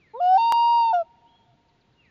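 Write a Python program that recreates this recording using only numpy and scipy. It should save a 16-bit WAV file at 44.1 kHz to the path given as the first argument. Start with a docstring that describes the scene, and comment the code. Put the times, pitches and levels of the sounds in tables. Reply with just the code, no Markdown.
"""A loon wails once, close by on its nest: a soft upward scoop, a low note, a jump to a long high note
and a jump back down. Its voice is an almost pure tone, coloured by its throat and bill, with a little
rush of air. The far shore returns the call, and small birds chirp over a quiet lake.
Once in the high note the signal skips part of a cycle, which makes a click."""
import sys
import numpy as np
from scipy import signal
from scipy.fft import rfft, irfft
from scipy.io import wavfile
from scipy.ndimage import uniform_filter1d

SR = 44100
rng = np.random.default_rng(int(sys.argv[2]) if len(sys.argv) > 2 else 0)


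def put_to_file(sound):
    """Save the sound as 16-bit audio at rate SR, in the file named by the first command-line argument."""
    columns = np.atleast_2d(sound).T  # one column per channel
    safe = np.clip(columns, -1, 1)
    whole_steps = np.round(safe * 32767)
    wavfile.write(sys.argv[1], SR, whole_steps.astype(np.int16))


N = 92610
TIME = np.arange(N) / SR


def undb(db):
    """Turn decibels into a number to multiply by."""
    return 10 ** (np.asarray(db) / 20)


def curves(table):
    """Join a table's rows with straight lines in time, one curve for each later column."""
    rows = np.array(table, float)
    return [np.interp(TIME, rows[:, 0], column) for column in rows.T[1:]]


def gate(table, fade_s=0.0076):
    """Fade in at a table's first time and out at its last."""
    edge = lambda s: .5 + .5 * np.sin(np.pi * np.clip((TIME - s) / fade_s, -.5, .5))
    return edge(table[0][0]) - edge(table[-1][0])


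def wander(rate_hz):
    """A smooth random wobble, about 1 in size."""
    step = int(SR / rate_hz)
    stairs = np.repeat(rng.standard_normal(N // step + 1), step)
    smooth = uniform_filter1d(uniform_filter1d(stairs, step), step)[:N]
    return smooth / smooth.std()


def noise(colour):
    """Noise of strength 1, with lows and highs balanced by a table."""
    hz, db = np.array(colour, float).T
    freqs = np.maximum(np.fft.rfftfreq(N, 1 / SR), 1)
    gains = undb(np.interp(np.log(freqs), np.log(hz), db))
    shaped = irfft(rfft(rng.standard_normal(N)) * gains, N)
    return shaped / shaped.std()


def lowpass(sound, top_hz):
    """Cut away the sound above top_hz."""
    return signal.sosfilt(signal.ellip(8, .2, 70, top_hz, fs=SR, output="sos"), sound)


# the colour of the lake's hush (frequency [Hz], relative level [dB])
LAKE_COLOUR = [(20, -9), (40, -4.5), (70, -0.5), (140, -0.5), (240, -3.5), (400, -7), (700, -15),
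               (1200, -16.5), (2300, -18.5), (4000, -20.5), (5200, -28.5), (7000, -32.5), (9000, -48.5)]
# dull low swells (time [s], half-width [s], level [dB])
LOW_SWELLS = [(1.525, 0.031, -58), (1.908, 0.037, -64)]
def lake():
    """Quiet air and water, with two brief swells of a low hum."""
    swells = sum(undb(db) * np.exp(-((TIME - s) / width) ** 2) for s, width, db in LOW_SWELLS)
    hum_hz = 137 * (1 + 0.0797 * wander(100))
    hum = np.sin(2 * np.pi * np.cumsum(hum_hz) / SR)
    return noise(LAKE_COLOUR) * undb(-65 - 0.38 * wander(8)) + swells * hum


# the colour of the shore's echoes (frequency [Hz], relative level [dB])
SHORE_COLOUR = [(200, -11.5), (700, -2.5), (950, -0.5), (1500, 2.5), (2800, -2), (4500, -16), (8000, -30)]
def tree_echoes(sound, delay_s, rise_s, fade_s):
    """The wooded shore scatters a sound into a tail that drops 60 dB in fade_s."""
    age = np.maximum(TIME - delay_s, 0)
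    tail = noise(SHORE_COLOUR) * (1 - np.exp(-age / rise_s)) * undb(-60 * age / fade_s)
    freqs = np.fft.rfftfreq(N, 1 / SR)
    gain_near_900_hz = np.sqrt(np.mean(abs(rfft(tail)[(freqs > 700) & (freqs < 1100)]) ** 2))
    return signal.fftconvolve(sound, tail)[:N] / gain_near_900_hz


def whistle(start_s, length_s, pitches_hz, db):
    """One bird note swells and fades as it slides, wavering, through three pitches."""
    progress = np.clip((TIME - start_s) / length_s, 0, 1)
    slide_hz = np.polyval(np.polyfit([0, .5, 1], pitches_hz, 2), progress)
    hz = slide_hz * (1 + 0.0088 * wander(200))
    loudness = undb(db + 2.2 * wander(55)) * np.sin(np.pi * progress)
    return np.sqrt(2) * loudness * np.sin(2 * np.pi * np.cumsum(hz) / SR)


# sliding notes (time [s], length [s], start pitch [Hz], middle pitch [Hz], end pitch [Hz], level [dB])
BIRD_CHIRPS = [(-.04, 0.17, 3130, 2175, 1600, -65.5), (.085, 0.084, 4650, 4100, 4150, -74),
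               (.155, .06, 3850, 3653, 3000, -66.5), (1.256, 0.046, 2778, 3007, 3410, -72),
               (1.26, 0.21, 3280, 3298, 3230, -68.5), (1.251, 0.22, 3600, 4173, 3762, -81),
               (1.421, 0.15, 3670, 3530, 3380, -77.5), (1.952, 0.14, 2918, 2664, 2048, -66),
               (2.015, .13, 2550, 1854, 1496, -67)]
# a run of quick falling notes (time [s], level [dB])
BIRD_CHIPS = [(1.682, -72.5), (1.803, -73.5), (1.922, -75.5), (2.046, -77)]
def songbirds():
    """Small birds whistle far away, and the trees blur their notes."""
    notes = sum(whistle(s, length, pitches, db) for s, length, *pitches, db in BIRD_CHIRPS)
    notes += sum(whistle(s, length_s=0.027, pitches_hz=(5600, 4150, 3600), db=db) for s, db in BIRD_CHIPS)
    return notes + undb(-6.5) * tree_echoes(notes, delay_s=0.012, rise_s=.01, fade_s=0.86)


def call_echoes(call):
    """The call bounces back, duller, from the land around the lake."""
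    dull = signal.sosfilt(signal.butter(2, 3200, fs=SR, output="sos"), call)
    bounce = lambda delay_s: np.interp(TIME - delay_s, TIME, dull)
    near_bank = undb(-30.5) * bounce(delay_s=0.028)
    across_water = undb(-46.5) * bounce(delay_s=.53)
    far_shore = undb(-41) * tree_echoes(call, delay_s=0.07, rise_s=0.075, fade_s=2.8)
    return near_bank + across_water + far_shore


# the colour of air in the throat (frequency [Hz], relative level [dB])
BREATH_COLOUR = [(300, -10), (800, 11), (1300, -7.5), (2300, -13.5), (3200, -3.5), (4200, -1.5),
                 (5250, -3.5), (5700, -14), (7000, -14.5), (8000, -41.5)]
# how loud that air is (time [s], level [dB])
BREATH_LEVEL = [(.13, -89), (.2, -72), (.235, -53), (.3, -59), (.4, -55), (.5, -60.5), (.8, -64),
                (.95, -64), (1.03, -69)]
# cracks in the voice (time [s], level [dB])
VOICE_CRACKS = [(0.379, -46.5), (0.936, -52)]
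def breath():
    """Air rasps in the loon's throat, with a tiny burst at each end of the high note."""
    cracks = sum(undb(db) * np.exp(-((TIME - s) / .004) ** 2) for s, db in VOICE_CRACKS)
    airflow = undb(curves(BREATH_LEVEL)[0]) * gate(BREATH_LEVEL, fade_s=0.023)
    return noise(BREATH_COLOUR) * (cracks + airflow)


# a tone under the voice (time [s], pitch [Hz], level [dB], relative level of its octave [dB])
UNDERTONE_PATH = [(.378, 215, -63.5, 2.5), (.41, 158, -64, 5.5), (.455, 182, -66, 9), (.475, 240, -61, -3),
                  (.52, 243, -65.5, -1), (.55, 205, -65, 8), (.58, 320, -60.5, -22.5),
                  (.65, 345, -64.5, -22.5)]
def undertone():
    """A faint low tone wavers in the throat after the jump to the high note."""
    hz, db, octave_db = curves(UNDERTONE_PATH)
    phase = 2 * np.pi * np.cumsum(hz * (1 + 0.03 * wander(120))) / SR
    tone = np.sin(phase) + undb(octave_db) * np.sin(2 * phase)
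    return np.sqrt(2) * undb(db) * tone * gate(UNDERTONE_PATH, fade_s=0.016)


# the opening slide (time [s], pitch [Hz], level [dB], boost above harmonic 1 [dB])
SCOOP_PATH = [(.136, 428, -48.5, 2), (.152, 455, -39, 6), (.175, 507, -37, -3.5), (.195, 546, -35.5, -14.5),
              (.203, 624, -29.5, -10.5)]
# its harmonics, the tones at 1, 2, 3 times the pitch (relative level [dB])
SCOOP_HARMONICS = [0, -1, -30]
def scoop():
    """The voice starts softly and slides up, with a strong octave that then weakens."""
    hz, db, boost_db = curves(SCOOP_PATH)
    phase = 2 * np.pi * np.cumsum(hz) / SR
    tone = sum(undb(harmonic_db + (boost_db if k > 1 else 0)) * np.sin(k * phase)
               for k, harmonic_db in enumerate(SCOOP_HARMONICS, 1))
    return np.sqrt(2) * tone * undb(db) * gate(SCOOP_PATH)


# where the throat and bill ring (frequency [Hz], width [Hz], boost [dB])
THROAT_PEAKS = [(2821, 280, 7), (3689, 120, 10), (4662, 130, 8), (5208, 200, 7), (6420, 270, 7.5)]
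def throat_boost_db(hz):
    """Tones get louder near the frequencies at which the throat and bill ring."""
    return sum(db / (1 + (2 * (hz - centre) / width) ** 2) for centre, width, db in THROAT_PEAKS)


def voice_note(path, harmonics, skip_cycles, flutter_db):
    """One almost pure note; its faint upper harmonics flutter and ring in the throat."""
    hz, db, boost_db, fourth_db = curves(path)
    cycles = np.cumsum(hz * (1 + 0.00049 * wander(150))) / SR
    skip_s = .5233
    cycles -= np.interp(skip_s, TIME, cycles)  # put a wave crest right at the skip
    cycles += skip_cycles * (TIME > skip_s)  # a sudden jump in the wave clicks
    tone = 0
    for k, harmonic_db in enumerate(harmonics, 1):
        if k > 2:
            wobble_db = 0.7 * wander(20) + flutter_db * wander(220)
            harmonic_db += (fourth_db if k == 4 else boost_db) + throat_boost_db(k * hz) + wobble_db
        tone += undb(harmonic_db) * np.cos(2 * np.pi * k * cycles)
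    return np.sqrt(2) * tone * undb(db + 0.05 * wander(120)) * gate(path)


# the three main notes
# (time [s], pitch [Hz], level [dB], boost of harmonics 3, 5 and up [dB], boost of harmonic 4 [dB])
LOW_PATH = [(.203, 696.6, -23.5, -7, -11.5), (.216, 710.4, -20.5, -4.5, -0.5), (.26, 723.6, -17, -0.5, 4.5),
            (.3, 741.6, -15.5, -5, 1.5), (.346, 755.8, -13, 1, -4.5), (.37, 780, -12.5, -2.5, -6.5),
            (.378, 808.7, -17, -9, -9.5)]
HIGH_PATH = [(.378, 911, -17.5, -5, -1.5), (.4, 914.4, -18.5, 2.5, 1.5), (.444, 924.7, -18, -1, 4.5),
             (.5, 928.7, -18, -1.5, 1), (.58, 935.9, -17, -1.5, 0), (.72, 940.8, -16.5, -3, -2),
             (.79, 937.2, -16.5, -4, -2), (.83, 925.2, -17, -3, -5), (.9, 906.7, -19.5, -4, 2.5),
             (.922, 884, -19, -12.5, -5), (.931, 922, -24, -24, -17)]
FALL_PATH = [(.931, 735, -18.5, -13.5, -14), (.944, 716.6, -16, 1.5, 6), (.975, 699.3, -18.5, -5.5, -10),
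             (1.015, 666, -22, -7.5, -9.5), (1.03, 648.5, -32.5, -17.5, -6)]
# each note's harmonics, from the first up (relative level [dB])
LOW_HARMONICS = [-0.5, -30.5, -48, -40, -49, -49, -46.5, -64.5, -61]
HIGH_HARMONICS = [-1, -50, -27.5, -37, -31, -49.5, -56]
FALL_HARMONICS = [-1.5, -21, -47.5, -42, -41, -48, -55, -47, -64.5]
def wail(skip_cycles):
    """The loon's voice breaks from note to note, like a yodel."""
    low = voice_note(LOW_PATH, LOW_HARMONICS, skip_cycles, flutter_db=2)
    high = voice_note(HIGH_PATH, HIGH_HARMONICS, skip_cycles, flutter_db=0.34)
    fall = voice_note(FALL_PATH, FALL_HARMONICS, skip_cycles, flutter_db=2)
    return scoop() + low + high + fall


def scene():
    """The close wail over its echoes and the lakeside, in one channel."""
    echoes = call_echoes(wail(skip_cycles=0))  # the echoes have no click
    behind = lowpass(echoes + breath() + undertone() + songbirds() + lake(), top_hz=7100)
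    return (wail(skip_cycles=.44) + behind)[None]


def record(dry):
    """The very highest treble is cut away."""
    return lowpass(dry, top_hz=15400)


dry = scene()
out = record(dry)
put_to_file(out)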